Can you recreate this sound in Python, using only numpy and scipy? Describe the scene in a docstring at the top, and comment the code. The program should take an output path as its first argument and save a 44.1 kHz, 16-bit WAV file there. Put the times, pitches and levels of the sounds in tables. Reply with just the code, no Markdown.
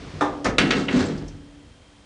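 """A sliding door clanks three times, rumbles and scrapes along its track and booms against its stop,
heard inside a steel freight lift. Impacts excite damped modes of the door and the car walls;
rolling and friction radiate noise. Before the door moves, the drive dies away, a hollow knock
sounds and the lock releases with a thump. Afterwards the car rings on over a faint electrical hum."""
import sys
import numpy as np
from scipy import signal
from scipy.fft import rfft, irfft, next_fast_len
from scipy.io import wavfile
from scipy.ndimage import uniform_filter1d

SR = 44100
rng = np.random.default_rng(int(sys.argv[2]) if len(sys.argv) > 2 else 0)


def unload_wav(signal):
    """Save mono or channel-first audio to the path in sys.argv[1] as 16-bit WAV at rate SR, clipped to [-1, 1]."""
    wavfile.write(
        sys.argv[1],
        SR,
        np.round(np.clip(np.atleast_2d(signal).T, -1, 1) * 32767).astype(np.int16),
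    )


N = 90404
T = np.arange(N) / SR


def undb(db):
    """Amplitude ratio of a level in decibels."""
    return 10 ** (np.asarray(db) / 20)


def at(table, hz):
    """Interpolation on a logarithmic frequency axis."""
    f, values = np.array(table, float).T
    return np.interp(np.log(np.maximum(hz, 1)), np.log(f), values)


def unit(x):
    """Normalisation to rms 1."""
    return x / np.std(x)


def colour(x, spectrum):
    """Spectral shaping by a table of relative levels, at rms 1."""
    size = next_fast_len(N)
    gain = undb(at(spectrum, np.arange(size // 2 + 1) * SR / size))
    return unit(irfft(rfft(x, size) * gain, size)[:N])


def noise(spectrum):
    """Spectrally shaped Gaussian noise at rms 1."""
    return colour(rng.standard_normal(N), spectrum)


def walk(rate):
    """Smooth random fluctuation of spread 1, with `rate` new values a second."""
    step = max(int(SR / rate), 2)
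    stairs = np.repeat(rng.standard_normal(N // step + 1), step)
    return unit(uniform_filter1d(stairs, step)[:N])


def grains(spread_db, rate):
    """Dense tiny contacts of uneven strength, as amplitude-modulated noise."""
    return unit(rng.standard_normal(N) * undb(spread_db * walk(rate)))


def tone(hz, waver_rad, rate):
    """Sinusoid with random phase modulation, at rms 1."""
    return np.sqrt(2) * np.sin(2 * np.pi * hz * T + waver_rad * walk(rate))


def rise(start, length):
    """Linear attack from 0 to 1."""
    return np.clip((T - start) / length, 0, 1)


def fade(start, t60):
    """Exponential decay of 60 dB in t60 seconds."""
    return np.exp(-np.log(1000) * np.maximum(T - start, 0) / t60)


def envelope(curve):
    """Gain along a level curve, silent before it and decaying after it."""
    times, db = np.array(curve).T
    return undb(np.interp(T, times, db)) * rise(times[0], 0.034) * fade(times[-1], 0.89)


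def ring(start, modes, attack, waver_rad):
    """Superposition of damped modes; reflections in the car make each phase waver."""
    onset = int(start * SR)
    count = N - onset
    motion = 0
    for i, (hz, db, t60) in enumerate(modes):
        phase = 2 * np.pi * hz * T[:count] + waver_rad * walk(45.2)[onset:]
        motion += (-1) ** i * undb(db) * fade(0, t60)[:count] * np.sin(phase)
    return np.pad(motion, (onset, 0)) * rise(start, attack)


def walls(start, spectrum, attack, t60_scale, echo_db, echo_t60, spread_db):
    """Modal overlap: wall modes merge into noise, each octave decays at its own rate, the shaft echoes."""
    # decay of the steel car: f/Hz, T60/s before t60_scale
    decay = [(60, 0.49), (300, 0.97), (1000, 0.2), (2500, 0.31), (8000, 0.16)]
    rest = colour(grains(spread_db, 900), spectrum)
    echo = undb(echo_db) * noise(spectrum) * fade(start, echo_t60) * rise(start, 0.048)
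    wash = 0
    for hz in np.geomspace(75, 9600, 8):
        band = signal.sosfiltfilt(signal.butter(2, hz * np.sqrt(2), fs=SR, output="sos"), rest)
        rest = rest - band
        wash += band * fade(start + attack, t60_scale * at(decay, hz))
    return wash * rise(start, attack) + echo


def shaft_air():
    """Air in the shaft gives stationary broadband noise."""
    # air spectrum: f/Hz, relative level/dB
    spectrum = [(18, -20.5), (30, 0), (195, -11.5), (295, -15), (424, -19.5), (503, -17.5), (994, -21.5),
                (2630, -25.5), (3270, -25), (10000, -36.5), (13000, -72), (22000, -120)]
    return undb(-51.5) * noise(spectrum)


def hum():
    """Electrical hum and a thin whine: narrow spectral lines with slight random modulation."""
    # faint partials: f/Hz, level/dB
    partials = [(43, -60.5), (88, -65.5), (497, -67.5)]
    # course of the strongest partial: t/s, level/dB
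    main_curve = [(0, -41.5), (.2, -63), (.4, -35.5), (.6, -46), (1.3, -47), (1.6, -48.5), (1.73, -66),
                  (1.83, -69.5), (1.93, -56.5), (2.05, -63.5)]
    faint = sum(undb(db + 0.86 * walk(23)) * tone(hz, waver_rad=0.5, rate=9.2) for hz, db in partials)
    main = envelope(main_curve) * tone(hz=288.5, waver_rad=0.41, rate=12)
    whine = undb(-68) * tone(hz=3180, waver_rad=0.66, rate=110)
    return faint + main + whine


def drive():
    """The noise of the drive decays exponentially as it runs down."""
    # drive spectrum: f/Hz, relative level/dB
    spectrum = [(25, -3), (42, 5), (70, -5.5), (150, -1.5), (230, -11.5), (400, -9), (560, -15.5),
                (1120, -20), (1600, -22), (5300, -29), (10000, -46.5)]
    stop_s, time_constant_s = 0.2, 0.3
    return undb(-37) * noise(spectrum) * np.exp(-np.maximum(T - stop_s, 0) / time_constant_s)


def knock():
    """Impulse response of a hollow steel frame to a padded blow."""
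    # distinct frame modes: f/Hz, relative level/dB, T60/s
    modes = [(294.4, 0, 0.37), (383.4, -8, 0.47), (439, -11, 0.3), (511, -11, 0.42), (650, -14.5, 0.45),
             (817, -6.5, 0.3), (826, -0.5, 0.13), (869, -3, 0.2), (1020, -29, 0.097), (1192, -11, 0.5),
             (1214, -3, .16), (1380, -3, 0.083), (1587, -8.5, 0.073), (1790, -8.5, 0.16)]
    # spectrum of the dense modes: f/Hz, relative level/dB
    spectrum = [(100, -24), (240, -4.5), (330, -4), (850, 1.5), (1300, 0), (1800, -7), (2400, -16),
                (3000, -21.5), (3650, -11.5), (4500, -27.5), (5400, -19), (10000, -34.5)]
    start = 0.208
    dense = walls(start, spectrum, attack=0.0023, t60_scale=1.37,
                  echo_db=-27.5, echo_t60=0.34, spread_db=1.5)
    return undb(-20.5) * dense + undb(-15.5) * ring(start, modes, attack=0.017, waver_rad=0.53)


def lock():
    """Transient excitation: the lock snaps, crunches open and jolts one low mode of the floor."""
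    # spectra of the snap and the crunch: f/Hz, relative level/dB
    snap_spectrum = [(400, 8), (1300, -6), (3500, -9), (6000, -1), (10000, -21)]
    crunch_spectrum = [(35, 17), (90, 1.5), (200, 5), (500, 8), (850, 3.5), (1250, 4), (2000, 2),
                       (3000, -9), (6000, -13), (10000, -56)]
    # lock modes: f/Hz, relative level/dB, T60/s
    modes = [(525, -10, 0.41), (706, -2, .45), (980, -18, .3), (1258, 2, 0.35), (1770, -3, 0.41),
             (2020, -2.5, 0.17), (2530, -15, 0.12)]
    start = 0.443
    floor_hz, floor_db, floor_t60 = 50.6, -38, 0.45
    snap = colour(grains(1.3, 900), snap_spectrum) * rise(start, 0.003) * fade(start, 0.21)
    crunch = walls(start, crunch_spectrum, attack=0.017, t60_scale=0.89,
                   echo_db=-35, echo_t60=0.28, spread_db=-0.5)
    metal = ring(start, modes, attack=0.011, waver_rad=0.2)
    thump = ring(start, [(floor_hz, floor_db, floor_t60)], attack=0.038, waver_rad=0.2)
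    return undb(-24.5) * snap + undb(-18.5) * crunch + undb(-28) * metal + thump


def squeaks():
    """Friction: each brief slip in the guides drives one high resonance with noise."""
    # slips: t/s, level/dB, f/Hz, bandwidth/Hz of one filter pass
    slips = [(1.055, -38, 7400, 600), (1.176, -42.5, 4800, 2200), (1.278, -43, 5660, 2000)]
    sound = 0
    for start, db, hz, width in slips:
        b, a = signal.iirpeak(hz, hz / width, fs=SR)
        band = unit(signal.lfilter(b, a, signal.lfilter(b, a, rng.standard_normal(N))))
        sound += undb(db) * band * rise(start, 0.0056) * fade(start, 0.1)
    return sound


def door_travel():
    """Random forced vibration: the rollers rumble, the guides scrape and the car shudders."""
    # courses of the three vibrations: t/s, level/dB
    roll_curve = [(.45, -20.5), (.57, -39), (.63, -24.5), (.78, -25.5), (.87, -31.5), (.96, -25),
                  (1.04, -23.5), (1.15, -32.5), (1.25, -40.5), (1.45, -51.5), (1.75, -60)]
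    scrape_curve = [(.6, -65), (.675, -33), (.72, -39.5), (.78, -28.5), (.87, -41.5), (.94, -30),
                    (.98, -28), (1.01, -25), (1.06, -34), (1.15, -43.5), (1.35, -56)]
    shudder_curve = [(.44, -39), (.7, -40.5), (.85, -46), (1.1, -38), (1.3, -40), (1.5, -49.5), (1.68, -52)]
    # their spectra: f/Hz, relative level/dB
    roll_spectrum = [(40, -29), (120, -13.5), (170, -4.5), (255, 1.5), (330, -4.5), (480, -9), (700, -14.5),
                     (1200, -30.5), (3000, -31), (10000, -82)]
    scrape_spectrum = [(300, 9), (700, -1), (1500, 4.5), (2500, -5), (4200, -4.5), (6500, -11),
                       (8500, -18.5), (10000, -32)]
    shudder_spectrum = [(22, -15), (42, -1), (62, -12.5), (88, -3.5), (120, -13), (250, -43.5), (1000, -89)]
    rumble = envelope(roll_curve) * colour(grains(1.6, 60.16), roll_spectrum)
    scrape = envelope(scrape_curve) * colour(grains(1.5, 350), scrape_spectrum)
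    shudder = envelope(shudder_curve) * noise(shudder_spectrum)
    return rumble + scrape + shudder


def door_booms():
    """Modal excitation: bumps ring the door panel, softer ones favouring its lower modes."""
    # bumps: t/s, level/dB, f/Hz of strongest excitation, attack/s
    bumps = [(0.131, -19.5, 101, 0.018), (.598, -14.5, 212, 0.019), (.741, -17.5, 274, 0.022),
             (.895, -21.5, 330, 0.012), (.932, -12, 255, 0.019), (0.994, -13.5, 103, 0.015),
             (1.02, -23, 450, 0.016), (1.105, -22, 158, 0.0207)]
    # panel modes: f/Hz, relative level/dB, T60/s
    modes = [(94.5, -13.5, 0.51), (153.1, -8, .9), (198.3, -5, 0.43), (251, -0.5, 0.46), (281, -3.5, .45),
             (358.5, -13.5, 0.99), (392.9, -6.5, .7), (486.4, -8, 0.48), (530, -25, 0.17)]
    fall_db = 13.5  # one octave from the centre, growing with the square of the interval
    sound = 0
    for start, db, centre_hz, attack in bumps:
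        excited = [(hz, level - fall_db * np.log2(hz / centre_hz) ** 2, t60) for hz, level, t60 in modes]
        sound += undb(db) * ring(start, excited, attack, waver_rad=0.33)
    return sound


def door_clanks():
    """Impact of steel on steel: a crack and one rebound, then free vibration of parts and walls."""
    # impacts: t/s, wash level/dB, low-pass f/Hz, mode level/dB, crack level/dB re wash, T60 scale
    impacts = [(0.5822, -13.5, 12000, -23.5, 2.5, 0.83), (0.7059, -18.5, 7750, -28.5, 2.5, 0.91),
               (.883, -24, 3150, -33.5, 6, 0.99)]
    # modes of the struck parts: f/Hz, relative level/dB, T60/s
    modes = [(669, -10, .6), (729, -10, .7), (1302, -7, .7), (1456, -6, .5), (1570, -6, .37),
             (1680, 0, .35), (1919, -2, .35), (2173, -1, .33), (2697, -3, .23), (2742, -4, .5),
             (2964, -3, .3), (3198, -5, .24), (3967, -4, .2), (4540, -8, .33)]
    # spectra of the walls' wash and the crack: f/Hz, relative level/dB
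    wash_spectrum = [(100, -3.5), (400, 1.5), (700, -7.5), (1000, -5), (1500, -0.5), (2100, 1),
                     (3000, -1.5), (4200, -5), (6000, -12), (10000, -23.5)]
    crack_spectrum = [(300, -27), (1300, -19.5), (2000, 5.5), (3200, 3.5), (4300, -4.5), (6000, -9.5),
                      (10000, -22.5)]
    crack_t60, rebound_s, rebound_db = 0.032, 0.026, -15.5
    sound = 0
    for start, db, cutoff_hz, modes_db, crack_db, t60_scale in impacts:
        wash = walls(start, wash_spectrum, attack=0.0016, t60_scale=t60_scale,
                     echo_db=-15, echo_t60=0.55, spread_db=2.5)
        contacts = sum(undb(level) * rise(t, 0.0014) * fade(t, crack_t60)
                       for t, level in [(start, 0), (start + rebound_s, rebound_db)])
        crack = undb(crack_db) * contacts * noise(crack_spectrum)
        parts = undb(modes_db) * ring(start, modes, attack=0.0025, waver_rad=0.38)
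        low_pass = signal.butter(4, cutoff_hz, fs=SR, output="sos")
        sound += signal.sosfilt(low_pass, undb(db) * (wash + crack) + parts)
    return sound


def scene():
    """Superposition of all sources inside the car, in one channel."""
    background = shaft_air() + hum() + drive()
    return (background + knock() + lock() + squeaks() + door_travel() + door_booms() + door_clanks())[None]


def record(dry):
    """Band limiting and saturation: the microphone cuts deep bass, rounds peaks and cuts the top."""
    low_hz, top_hz = 42, 10000
    high_pass = signal.butter(4, low_hz, "high", fs=SR, output="sos")
    low_pass = signal.ellip(10, 0.2, 70, top_hz, fs=SR, output="sos")
    rounded = np.tanh(signal.sosfilt(high_pass, dry))
    return signal.sosfilt(low_pass, rounded)


dry = scene()
out = record(dry)
unload_wav(out)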